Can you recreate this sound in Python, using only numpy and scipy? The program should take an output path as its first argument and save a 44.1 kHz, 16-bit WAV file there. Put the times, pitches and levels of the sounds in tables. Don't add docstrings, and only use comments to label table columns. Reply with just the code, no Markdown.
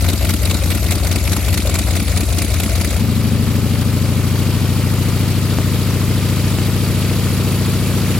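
import sys
import numpy as np
from scipy import signal
from scipy.fft import rfft, irfft, next_fast_len
from scipy.io import wavfile
from scipy.ndimage import uniform_filter1d, map_coordinates

SR = 44100
rng = np.random.default_rng(int(sys.argv[2]) if len(sys.argv) > 2 else 0)


def magnitude_from_level(level_db):
    exponent = np.asarray(level_db, float) / 20
    return 10 ** exponent


def persist_wave(psi):
    counts = np.round(np.clip(psi, -1, 1) * 32767).astype(np.int16)
    wavfile.write(sys.argv[1], SR, np.atleast_2d(counts).T)


N = 361179
EARLY = 6000

# t/s, speed/(rev/min)
IDLE_SPEED = [
    (0, 591.1),
    (.326, 582.46),
    (1.134, 586.65),
    (1.765, 558.85),
    (2.131, 583.63),
    (2.455, 553.23),
    (3, 577),
]
FAST_SPEED = [
    (2.95, 770.84),
    (3.289, 770.36),
    (3.719, 777.06),
    (4.304, 801.91),
    (5.366, 823.57),
    (6.286, 829.71),
    (7.704, 848.6),
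    (8.25, 862.9),
]
# blow-down strength/1, stack travel/ms, suction lag/ms, bark strength/1, bark delay/ms
IDLE_CYLINDERS = [(0.85, 3.07, 7.61, 0.54, 1.98), (1.63, 2.68, 5.03, 0.62, -2.87),
                  (2.04, 4.32, 4.43, 0.4, 2.63), (1.88, -4.03, 5.1, 1.16, -0.52),
                  (4.69, 6.7, 0.8, 1.27, 2.44), (2.0, 1.18, 11.96, 2.88, -5.05),
                  (1.46, -1.27, 6.0, 1.72, 4.97), (1.55, 6.55, 12.71, 1.09, 5.16),
                  (0.89, 0.75, 6.37, 0.92, -6.97), (0.95, -0.81, 8.48, 3.82, -3.87),
                  (0.64, -1.73, 5.7, 0.65, 5.27), (1.97, 8.85, 0.5, 1.99, 7.51),
                  (1.52, 0.7, 4.7, 2.25, -2.36), (1.73, 1.1, 5.84, 0.24, 4.67)]
FAST_CYLINDERS = [(1.6, -3.26, 10.35, 1.05, -3.3), (3.68, -3.41, 8.74, 1.23, 0.07),
                  (2.96, -0.67, 6.9, 2.58, -4.12), (1.1, 0.3, 0.86, 0.15, 4.74),
                  (2.8, -2.82, 9.44, 2.57, -2.89), (1.48, 0.79, 6.65, 2.31, -2.61),
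                  (1.06, 0.58, 6.16, 0.31, 4.92)]
# f/Hz, width/Hz, signed gain/1
IDLE_COLLECTOR = [(59.5, 20.0, -0.089), (105.5, 47.6, 1.367), (106.7, 44.6, -1.36), (200.0, 68.1, -0.029)]
FAST_COLLECTOR = [(100.0, 20.0, 0.066), (186.0, 61.5, -0.261), (184.5, 47.9, 0.261), (40.0, 226.7, 0.013)]
# f/Hz, width/Hz, signed gain/1
IDLE_PORT = [(152.0, 57.9, 0.017)]
FAST_PORT = [(221.3, 20.0, 0.04)]
# share of four-stroke cycle at t = 0 /1, suction gain/1, wall echo gain/1, wall echo delay/ms
IDLE_PATH = (-.025, .84, -.13, 15.27)
FAST_PATH = (.231, .4, -.18, 38.63)
# share of firing pattern/1, level over steady rush cold/dB, warm/dB
IDLE_PUFFS = [
    (.09, 7, 3),
    (.2, 9.5, 9.5),
    (.3, 3, 2),
    (.415, 11, 4),
    (.475, 11.5, 12.5),
    (.635, 11.5, 12),
    (.76, 5, 4),
    (.92, -8, 8),
    (.025, 4, 5),
    (.855, 1, -8),
]
FAST_PUFFS = [
    (.1, -9, -3),
    (.19, -24, -2),
    (.46, -9, -2),
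    (.55, -22, -5),
    (.65, -9, -2),
    (.95, -15, -2),
]
# share of cycle/1, level cold/dB, level warm/dB
HUFFS = [
    (.995, 13, 12),
    (.07, 10, 9),
    (.165, 11, 11),
    (.3, 7, 6),
    (.575, 10, 10),
    (.72, 7, 9),
    (.9, 0, 9),
]
# rush/dB, rush slope/(dB per 100 rev/min), bass left-right/dB, its slope/(same), exhaust/dB
IDLE_LEVELS = (-24.5, -0.9, 8, 1, 1)
FAST_LEVELS = (-27.5, 3, 9, -5, -0.14)
# f/Hz, level/dB (per Hz)
IDLE_RUSH = [(410, -17), (700, -3.5), (827, -9), (1440, -5), (1610, -10.5), (2250, -2.5), (3100, -8.5),
             (3850, -5), (5960, -9.5), (7040, -9.5), (9450, -6.5), (10600, -12.5), (11500, -7.5),
             (15000, -21)]
FAST_RUSH = [(390, -4), (660, -20), (880, -7.5), (1300, -5.5), (1630, -10.5), (2340, -7), (3290, -9),
             (4630, -10), (6410, -14.5), (9490, -12.5), (10500, -14.5), (11500, -11.5), (13500, -15.5),
             (15000, -30)]
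# f/Hz, level/dB (per Hz)
IDLE_ROAR = [(30, -43), (100, -33), (200, -1), (350, -4), (480, -8.5), (800, -18), (1200, -28.5)]
FAST_ROAR = [(30, -75), (60, -49), (100, -53), (200, 1), (350, 11), (570, 11.5), (800, 7.5), (1200, -15)]
# f/Hz, width/Hz, level/dB
COWL = [(2570, 86, 0.5), (3970, 170, 1.5), (4610, 140, 3.5), (7040, 220, 5)]
# f/Hz, level/dB
MOUTH = [(20, -38), (40, -3), (60, 0), (150, 0.5), (300, 6), (450, 5.5), (620, 7), (750, -23.5), (1200, 11)]
# start t/s, end t/s, f/Hz, width/Hz, level/dB
WHISTLE = [
    (-.1, 1.12, 12403, 18, -41),
    (1.2, 1.6, 11550, 50, -39),
    (.1, 1.2, 11550, 300, -47),
    (1.2, 2, 11260, 130, -43),
    (1.85, 2.99, 11160, 110, -42),
    (6.8, 8.3, 11200, 130, -46),
]
# f/Hz, coherence/1
ALIKE = [(100, 0.2), (500, 1), (1000, 0.94), (2000, 0.86), (4000, 0.39), (8000, 0.044), (15000, 0.1)]
# f/Hz, phase/rad
LEAD = [(60, -.1), (95, -.2), (150, -.5), (260, -.45), (1000, .1), (7060, .7), (9300, 1.9), (15600, 10.4)]
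# f/Hz, level/dB
LEAN = [(110, -18), (200, -2), (380, 1.5), (700, -1.5), (1290, 5), (2380, .3), (6000, 3), (15000, -2.5)]
# t/s, length/samples
REPEATS = [
    (4.58662, 118),
    (5.58662, 117),
    (6.58662, 118),
]
IDLE_RAPS = [(.0173, .15), (.0889, .85), (.17, 1.15), (.2285, .95), (.3176, 1.45), (.396, 1.05),
             (.4706, 1.4), (.5583, .9), (.6249, 1.85), (.6405, 1.8), (.6504, .6), (.819, 1.0), (.8973, .55),
             (.936, .5)]
FAST_RAPS = [
    (.1634, 1.04),
    (.3265, 1.3),
    (.4204, .38),
    (.455, .56),
    (.6654, .38),
    (.7564, 1.86),
    (.8454, 1.8),
    (.9141, 1.17),
    (1.0596, .52),
]
# f/Hz, width/Hz, signed gain/1
IDLE_STACK = [(120, 222, .0191), (137.3, 30, .022), (220.3, 30, -.034), (294, 77.6, -.024), (390, 40, .005)]
FAST_STACK = [(286, 30, -.026), (386.3, 30, .0175), (477, 49, -.0097), (563.9, 40, .0072),
              (620, 40, -.0045)]
# collector takes over below f/Hz, stacks silent above f/Hz, head start/ms
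IDLE_REACH = (130, 470, 0)
FAST_REACH = (268, 690, 27.18)


def unit(x):
    return x / np.sqrt(np.mean(x ** 2) + 1e-20)


def along(points, hz):
    f, v = np.transpose(points)
    return np.interp(np.log(hz + 1), np.log(f + 1), v)


def crank_speed(rpm):
    s, speed = np.transpose(rpm)
    return np.interp(np.arange(N) / SR, s, speed)


def four_stroke_cycle(rpm, start):
    return start + np.cumsum(crank_speed(rpm)) / SR / 120


def moments(cycle, shares):
    before = np.minimum(shares - cycle[0], 0) / (cycle[1] - cycle[0]) / SR
    return np.interp(shares, cycle, np.arange(N) / SR, right=N) + before


def spikes(seconds, sizes):
    at = np.clip(seconds * SR + EARLY, 0, N + EARLY)
    whole = at.astype(int)
    part = at - whole
    out = np.bincount(whole, sizes * (1 - part), N + EARLY + 2)
    out = out + np.bincount(whole + 1, sizes * part, N + EARLY + 2)
    return out[2:N + EARLY]


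def filtered(x, response):
    m = next_fast_len(N + SR // 2)
    return irfft(rfft(x, m) * response(np.fft.rfftfreq(m, 1 / SR)), m)[..., :N]


def resonance(f, modes):
    return sum(g * 1j * f * w / (c * c - f * f + 1j * f * w) for c, w, g in modes)


def lead(f):
    return np.exp(np.array([[1j], [-1j]]) * along(LEAD, f) / 2)


def exhaust(cycle, cylinders, pipe, port, path, scatter_db, jitter_ms):
    _, suction_gain, wall_gain, wall_ms = path
    firing = np.arange(-14, 14 * int(cycle[-1] + 1))
    size, travel, lag, bark, bark_ms = np.array(cylinders)[firing % len(cylinders)].T
    chance = rng.standard_normal((len(firing), 2))
    burn = magnitude_from_level(scatter_db * chance[:, 0]) * SR / 100
    s = moments(cycle, firing / 14) + jitter_ms * chance[:, 1] / 1000
    pulses = spikes(s + travel / 1000, burn * size)
    pulses = pulses - suction_gain * spikes(s + (travel + lag) / 1000, burn * size)
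    barks = spikes(s + bark_ms / 1000, burn * bark)

    def ring(f, modes):
        skip_early = np.exp(2j * np.pi * f * EARLY / SR)
        return resonance(f, modes) * magnitude_from_level(along(MOUTH, f)) * skip_early

    wall = lambda f: 1 + wall_gain * np.exp(-2j * np.pi * f * wall_ms / 1000)
    collector = filtered(pulses, lambda f: ring(f, pipe) * wall(f))
    return collector + filtered(barks, lambda f: ring(f, port))


def raps(rpm, start, repeats, table, stack, reach, level_db, gain_db, scatter_db, jitter_ms):
    low_hz, high_hz, early_ms = reach
    speed = crank_speed(rpm)
    pattern = repeats * four_stroke_cycle(rpm, start)
    share, size = np.transpose(table)
    turns = np.arange(int(pattern[-1]) + 2)[:, None]
    chance = rng.standard_normal((len(turns), len(share), 2))
    s = moments(pattern, turns + share) + (jitter_ms * chance[..., 0] - early_ms) / 1000
    strength = size * magnitude_from_level(scatter_db * chance[..., 1]) * SR / 100
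    blows = spikes(s.ravel(), strength.ravel())[EARLY:]
    band = lambda f: 1 / (1 + (low_hz / (f + 1)) ** 16) / (1 + (f / high_hz) ** 16)
    rung = filtered(blows, lambda f: band(f) * resonance(f, stack))
    return magnitude_from_level(level_db + gain_db * (speed - speed[0]) / 100) * rung


def puffing(pattern, puffs, scatter_db, rise_ms, fall_ms):
    share, cold_db, warm_db = np.transpose(puffs)
    turns = np.arange(int(pattern[-1]) + 1)[:, None]
    warm = np.clip((turns - 8) / 4, 0, 1)
    chance_db = scatter_db * rng.standard_normal((len(turns), len(share)))
    size = magnitude_from_level(cold_db + warm * (warm_db - cold_db) + chance_db)
    t = np.arange(SR // 20) / SR * 1000
    shape = (1 - np.exp(-t / rise_ms)) * np.exp(-t / fall_ms)
    start = moments(pattern, (turns + share).ravel()) - rise_ms / 1000
    power = spikes(start, size.ravel() ** 2)
    swell = signal.fftconvolve(power, (shape / shape.max()) ** 2)[EARLY:][:N]
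    return np.sqrt(1 + np.abs(swell))


def noise(response, patchy_db):
    z = signal.stft(rng.standard_normal((2, N)), nperseg=128)[2]
    field = uniform_filter1d(rng.standard_normal(z.shape[1:]), size=3, axis=0)
    field = uniform_filter1d(field, size=5, axis=1)
    pair = signal.istft(z * magnitude_from_level(patchy_db * unit(field)), nperseg=128)[1][:, :N]

    def spread(hz):
        turn = np.arccos(np.clip(along(ALIKE, hz), -1, 1)) / 2
        return response(hz) * [np.cos(turn), np.sin(turn)]

    mid, side = filtered(pair, spread)
    lean = lambda hz: magnitude_from_level(np.array([[1], [-1]]) * along(LEAN, hz) / 2)
    return unit(filtered(np.array([mid + side, mid - side]), lambda hz: lean(hz) * lead(hz)))


def engine(rpm, levels, cylinders, pipe, port, path, puffs, rush, roar, roar_db, scatter_db, jitter_ms,
           spit_db, patchy_db, rise_ms, fall_ms, top_hz, upper):
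    rush_db, rush_slope, pan_db, pan_slope, exhaust_db = levels
    cycle = four_stroke_cycle(rpm, path[0])
    gained = (crank_speed(rpm) - rpm[0][1]) / 100
    beat = magnitude_from_level(exhaust_db) * exhaust(cycle, cylinders, pipe, port, path, scatter_db, jitter_ms)
    beat = filtered(beat, lambda hz: 1 / (1 + (hz / top_hz / 1.06) ** 16)) + upper
    drone = filtered(beat, lambda hz: np.exp(-((hz - 218) / 15) ** 2))
    beat = beat - .27 * np.tanh(np.maximum(gained, 0) / .3) * drone
    bass = filtered(beat, lambda hz: 1 / (1 + (hz / 190) ** 4))
    lean = np.tanh((pan_db + pan_slope * gained) * np.log(10) / 58) * bass
    near = filtered(beat + lean * [[1], [-1]], lead)

    gate = puffing(cycle * 14 / len(cylinders), puffs, spit_db, rise_ms, fall_ms)
    rings = lambda hz: sum(db / (1 + (2 * (hz - c) / w) ** 2) for c, w, db in COWL)
    flow = noise(lambda hz: magnitude_from_level(along(rush, np.minimum(hz, 13800)) + rings(hz)), patchy_db)
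    body = filtered(flow, lambda hz: 1 / (1 + (hz / 2000) ** 2))
    linger = uniform_filter1d(gate, size=SR // 70)
    gas = unit(gate * (flow - body) + linger * body)
    rumble = unit(linger * noise(lambda hz: magnitude_from_level(along(roar, hz)), 0.46))
    return near + magnitude_from_level(rush_db + rush_slope * gained) * gas + magnitude_from_level(roar_db) * rumble


def huff():
    cycle = four_stroke_cycle(IDLE_SPEED, IDLE_PATH[0])
    gate = puffing(cycle, HUFFS, scatter_db=1.5, rise_ms=3, fall_ms=14) - .6
    hollow = noise(lambda hz: 1 / (1 + ((hz - 590) / 120) ** 2), patchy_db=.5)
    return magnitude_from_level(-35) * unit(gate * hollow)


def wobble(rate):
    knots = rng.standard_normal(int(N * rate / SR) + 4)
    return map_coordinates(knots, [np.arange(N) * rate / SR])


def whistle():
    t, out = np.arange(N) / SR, np.zeros((2, N))
    for start, end, hz, width, db in WHISTLE:
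        band = lambda f: 1 / (1 + (2 * (f - hz) / width) ** 2)
        tone = unit(filtered(rng.standard_normal(N), band))
        on = np.clip(np.minimum(t - start + .05, end - t) / 0.049, 0, 1)
        out += magnitude_from_level(db + 1.5 * wobble(20)) * on * tone * magnitude_from_level([[-1.5], [1.5]])
    return out


def scene():
    idle_raps = raps(IDLE_SPEED, IDLE_PATH[0], 0.99, IDLE_RAPS, IDLE_STACK, IDLE_REACH,
                     level_db=2.2, gain_db=1.1, scatter_db=.9, jitter_ms=.12)
    fast_raps = raps(FAST_SPEED, FAST_PATH[0], 2, FAST_RAPS, FAST_STACK, FAST_REACH,
                     level_db=-1.05, gain_db=3.5, scatter_db=.7, jitter_ms=.04)
    idle = engine(IDLE_SPEED, IDLE_LEVELS, IDLE_CYLINDERS, IDLE_COLLECTOR, IDLE_PORT, IDLE_PATH, IDLE_PUFFS,
                  IDLE_RUSH, IDLE_ROAR, roar_db=-30, scatter_db=1.2, jitter_ms=.25, spit_db=1.2,
                  patchy_db=3, rise_ms=3.5, fall_ms=5.5, top_hz=IDLE_REACH[0], upper=idle_raps)
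    fast = engine(FAST_SPEED, FAST_LEVELS, FAST_CYLINDERS, FAST_COLLECTOR, FAST_PORT, FAST_PATH, FAST_PUFFS,
                  FAST_RUSH, FAST_ROAR, roar_db=-35, scatter_db=0.4, jitter_ms=0.07, spit_db=2.0,
                  patchy_db=1.72, rise_ms=1.3, fall_ms=12, top_hz=FAST_REACH[0], upper=fast_raps)
    idle = idle + huff()
    fade = np.interp(np.arange(N) / SR, (2.972, 2.992), [0, np.pi / 2])
    return idle * np.cos(fade) + fast * np.sin(fade) + whistle()


def low_pass(x):
    return signal.sosfilt(signal.butter(12, 16620, fs=SR, output="sos"), x)


def record(dry):
    now = np.arange(N)
    back = sum(count * (now >= s * SR) for s, count in REPEATS)
    kept = filtered(dry[:, now - back], lambda hz: hz < 16030)
    mix = kept / (1 + np.abs(kept / .85) ** 4) ** (1 / 4)
    return low_pass(mix)


dry = scene()
out = record(dry)
persist_wave(out)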